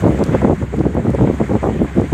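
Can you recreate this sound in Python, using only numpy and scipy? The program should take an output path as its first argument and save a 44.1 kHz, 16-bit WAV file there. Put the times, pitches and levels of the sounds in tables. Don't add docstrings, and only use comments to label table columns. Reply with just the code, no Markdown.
import sys
import numpy as np
from scipy import signal
from scipy.io import wavfile
from scipy.ndimage import uniform_filter1d, minimum_filter1d

SR = 44100
rng = np.random.default_rng(int(sys.argv[2]) if len(sys.argv) > 2 else 0)


def ratio_of_db(decibels):
    return 10 ** (np.asarray(decibels, float) / 20)


def int16_out(signal):
    q = np.round(np.clip(np.atleast_2d(signal).T, -1, 1) * 32767)
    wavfile.write(sys.argv[1], SR, q.astype(np.int16))


N = 93977


def rms_one(x):
    return x / np.sqrt(np.mean(x ** 2) + 1e-20)


def butter(x, hz, kind, order=2):
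    edges = np.clip(hz, 10, 0.45 * SR)
    return signal.sosfilt(signal.butter(order, edges, kind, fs=SR, output="sos"), x)


def drift(rate_hz):
    pole = np.exp(-40 * np.pi * rate_hz / SR)
    chance = rng.standard_normal(N // 20 + 2002)
    slow = rms_one(signal.lfilter([1], [1, -2 * pole, pole * pole], chance)[2000:])
    return np.interp(np.arange(N) / 20, np.arange(len(slow)), slow)


def banded_noise(spectrum, edges, shared_db, own_db):
    hz, db = np.transpose(spectrum)
    together = drift(9)
    white = rng.standard_normal((2, N + 4096))
    out = 0
    for k, pair in enumerate(zip(edges, edges[1:])):
        log_middle = np.log(np.prod(pair)) / 2
        level_db = np.interp(log_middle, np.log(hz), db)
        flicker_db = shared_db * together + own_db * drift(12)
        band = butter(white[k % 2], pair, "band")[4096:]
        out = out + ratio_of_db(level_db + flicker_db) * band
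    return rms_one(out)


def engine():
    hz = 66.5 * (1 + 0.025 * drift(4))
    phase = 2 * np.pi * np.cumsum(hz) / SR
    return ratio_of_db(-27 + 2 * drift(6)) * np.sqrt(2) * np.sin(phase)


# frequency in Hz, level in dB per Hz.
ROAR_SPECTRUM = [(30, -37.5), (64, -2.5), (160, -5), (420, -26.5), (900, -23.5), (2000, -24.5), (3200, -42),
                 (5000, -60)]
# frequency in Hz, level in dB per Hz.
HISS_SPECTRUM = [(3500, 1), (5000, -10), (7100, 2.06), (8800, -4.5), (9400, -20), (12500, -14),
                 (15500, -25)]
# frequency in Hz, level in dB per Hz.
SPRAY_SPECTRUM = [(3000, -17), (4400, 1), (6000, -5), (10500, -6), (15500, -9)]
# time in seconds, level in dB.
NEARNESS = [
    (0, 6),
    (0.038, 2),
    (0.399, 4),
    (0.468, 0.5),
    (.75, -2),
    (1.051, -0.5),
    (1.15, 1),
    (1.7, 1.2),
    (2.13, 0.9),
]


def road():
    t = np.arange(N) / SR
    half_octaves = 25 * 2 ** np.arange(0, 8.1, 0.5)
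    sixth_octaves = 3200 * 2 ** (np.arange(15) / 6)
    roar = ratio_of_db(-28.5) * banded_noise(ROAR_SPECTRUM, half_octaves, shared_db=0.5, own_db=1.98)
    hiss = ratio_of_db(-51.5) * banded_noise(HISS_SPECTRUM, sixth_octaves, shared_db=1.1, own_db=1.4)
    spray = banded_noise(SPRAY_SPECTRUM, sixth_octaves[::2], shared_db=1.4, own_db=1.5)
    spray_db = -61 - 9 * (t > 0.43)
    nearness = ratio_of_db(np.interp(t, *np.transpose(NEARNESS)))
    return nearness * (roar + hiss) + ratio_of_db(spray_db) * spray


# start in seconds, peak in dB, ring in Hz, width of the ring in Hz.
GRIT_TICKS = [(0.09, -45, 9100, 9250), (.1221, -49, 10800, 1140), (.1911, -38, 6150, 4260),
              (0.2386, -23, 6040, 4850), (.2393, -57.5, 12800, 5000), (.2436, -39, 8000, 9000),
              (.2631, -34, 5920, 6790), (0.4147, -39, 7040, 5290), (.7658, -40, 6140, 7000),
              (.7897, -38, 4100, 2380), (0.9461, -41.5, 6981, 11000), (1.103, -35, 7200, 6000),
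              (1.1032, -60, 12730, 900), (1.148, -38, 6440, 4700), (1.3887, -48.5, 9600, 3880),
              (1.6281, -46, 8800, 1948), (1.6651, -51, 12100, 800), (1.8301, -51, 11660, 902),
              (2.0119, -42, 7300, 4920)]


def grit():
    cycles, shortest_s = 11, 0.002
    t = np.arange(2000) / SR
    noise = rng.standard_normal((len(GRIT_TICKS), 2000))
    out = np.zeros(N + 2000)
    for (start_s, db, hz, width), puff in zip(GRIT_TICKS, noise):
        puff = rms_one(butter(puff, [hz - width / 2, hz + width / 2], "band"))
        decay_s = max(cycles / width, shortest_s)
        first = int(start_s * SR)
        out[first:first + len(t)] += ratio_of_db(db - 3.5) * puff * np.exp(-t / decay_s)
    return out[:N]


# time in seconds, peak in dB.
PORT_SLAPS = [(0.021, -14), (0.043, -6.5), (0.076, -6), (0.186, -14), (0.216, -4.5), (0.334, -18),
              (0.417, -7), (0.446, 2.5), (0.505, -6.5), (0.623, -12.5), (0.739, -14), (0.853, -8.5),
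              (0.951, -11), (0.967, -5.5), (1.066, -10.5), (1.097, -20), (1.145, -16), (1.185, -11),
              (1.209, -4.5), (1.297, -20), (1.399, -8), (1.492, -15), (1.515, -9), (1.64, -1.5),
              (1.67, -10), (1.72, -17), (1.804, -19.5), (1.968, -16), (1.997, -8), (2.118, -15.5),
              (0.064, -3), (0.082, -6.5), (0.107, -12), (0.194, -12), (0.347, -1.5), (0.474, -8.5),
              (0.522, -16), (0.809, -10), (0.874, -27), (0.996, -13), (1.224, -14), (1.239, -15),
              (1.273, -7), (1.414, -8.5), (1.534, -10), (1.552, -8), (1.631, -4), (1.652, -6), (1.695, -11),
              (1.757, -27), (1.814, -17), (1.845, -12), (1.886, -24), (2.016, -11)]


def slap_shape(clicks):
    return butter(butter(clicks + 1e-18, 300, "high"), 889, "low", order=4)


def slaps():
    lead_s, gap_s, loss_db, level_db = 0.001198, 0.0032, 5.5, -4.5
    hits = PORT_SLAPS
    chance = rng.random((len(hits), 3, 3))
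    clicks = np.zeros(N + SR)
    for (time_s, db), run in zip(hits, chance):
        gaps = gap_s * (0.5 + run[:, 0])
        at = time_s + lead_s + np.cumsum(gaps) - gaps[0]
        eddy_db = db + level_db - loss_db * np.arange(len(at)) * 2 * run[:, 1]
        push_or_pull = np.where(run[:, 2] < 0.7, 1, -1)
        clicks[(at * SR).astype(int)] += ratio_of_db(eddy_db) * push_or_pull
    one_slap = slap_shape(np.eye(1, 999)[0])
    return slap_shape(clicks[:N]) / np.abs(one_slap).max()


def evened(x):
    power = uniform_filter1d(x ** 2, int(0.013 * SR)).clip(0.02)
    return rms_one(x / power ** (0.85 / 2))


def eddy_row():
    tight_per_s, spread_db, tight_share = 300, 3, 0.45
    count = 2 * N + 8
    smooth = rng.standard_normal(count)
    present = rng.random(count) < tight_per_s / SR
    size = np.minimum(rng.exponential(1, count), 3)
    lone = rms_one(present * ratio_of_db(spread_db * size) * np.sign(smooth + 0.5))
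    mixed = np.sqrt(1 - tight_share) * smooth + np.sqrt(tight_share) * lone
    return butter(butter(mixed, 196, "low", order=1), 549, "low", order=4)


# centre in seconds, half width in seconds, level in dB,
# rate at which eddies pass in Hz.
WIND_GUSTS = [(0.056, 0.023, -7.5, 281.9), (0.097, 0.04, -15, 300.0), (0.208, 0.017, -10.5, 281.5),
              (0.301, 0.056, -16, 269.3), (0.351, 0.0099, -11, 309.1), (0.44, 0.02038, -8.5, 300.0),
              (0.498, 0.023, -10.5, 300.0), (0.624, 0.016, -16, 268.8), (0.681, 0.0068, -25, 240.8),
              (0.744, 0.013, -15, 300.0), (0.791, 0.018, -12, 199.4), (0.866, 0.019, -13, 329.9),
              (0.971, 0.025, -14.5, 330.8), (1.065, 0.023, -15, 242.7), (1.1, 0.01211, -13.5, 197.9),
              (1.143, 0.011, -15, 370.3), (1.216, 0.02836, -9.5, 289.7), (1.276, 0.00932, -14, 200.6),
              (1.299, 0.013, -13.5, 300.0), (1.337, 0.008, -18, 200.2), (1.418, 0.017, -13.5, 273.3),
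              (1.52, 0.0269, -15.5, 349.2), (1.55, 0.012, -15, 312), (1.66, 0.025, -12, 401.6),
              (1.753, 0.0378, -17.5, 233.4), (1.818, 0.012, -11, 231.4), (1.849, 0.0088, -14, 280.2),
              (1.982, 0.018, -9.5, 243.3), (2.023, 0.024, -18, 300.0), (2.134, 0.0077, -7, 253.3)]


def gust_power(wider):
    t = np.arange(N) / SR
    tail_longer = 1.25
    rows = []
    for centre_s, half_s, db, _ in WIND_GUSTS:
        side = np.where(t > centre_s, tail_longer, 1 / tail_longer)
        rows.append(ratio_of_db(2 * db) * np.exp(-((t - centre_s) / (half_s * wider * side)) ** 2))
    return np.array(rows)


def wind():
    usual_hz = 300
    power = gust_power(0.99)
    lull = ratio_of_db(2 * -34.5)
    total = power.sum(axis=0) + lull
    flutter_db = 1.62 * drift(49.6)
    gust_db = 10 * np.log10(total) + flutter_db
    passing_hz = (np.array(WIND_GUSTS)[:, 3] @ power + 0.76 * usual_hz * lull) / total
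    octaves = 0.016 * (gust_db + 14) + 0.06 * flutter_db
    speed = np.clip((passing_hz / usual_hz) ** 0.8 * 2 ** octaves, 0.3, 2)
    row = eddy_row()
    passing = np.interp(np.cumsum(speed), np.arange(len(row)), row)
    small = evened(butter(passing, 133, "high"))
    small = small + 0.1 * (small ** 2 - uniform_filter1d(small ** 2, size=600))
    big = evened(butter(rng.standard_normal(N), 140.4, "low"))
    swell = ratio_of_db(-4) * np.sqrt(gust_power(0.93).sum(axis=0))
    return ratio_of_db(gust_db - 0.35) * small + swell * big


def scene():
    return (engine() + road() + grit() + slaps() + wind())[None]


def limiter(x):
    top, release_db_per_s, attack_s = 0.93, 350, 0.0025
    ramp = release_db_per_s * np.arange(N) / SR
    span = int(attack_s * SR)
    over_db = 20 * np.log10(np.maximum(np.abs(x) / top, 1))
    held_db = np.maximum(np.maximum.accumulate(over_db + ramp) - ramp, 0)
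    gain_db = uniform_filter1d(minimum_filter1d(-held_db, 2 * span + 1), span)
    return x * ratio_of_db(gain_db)


def band_limit(x):
    return signal.sosfilt(signal.butter(12, 15830, fs=SR, output="sos"), x)


def record(dry):
    thinned = butter(dry[0], 65.3, "high", order=3)
    mix = limiter(thinned)[None]
    return band_limit(mix)


dry = scene()
out = record(dry)
int16_out(out)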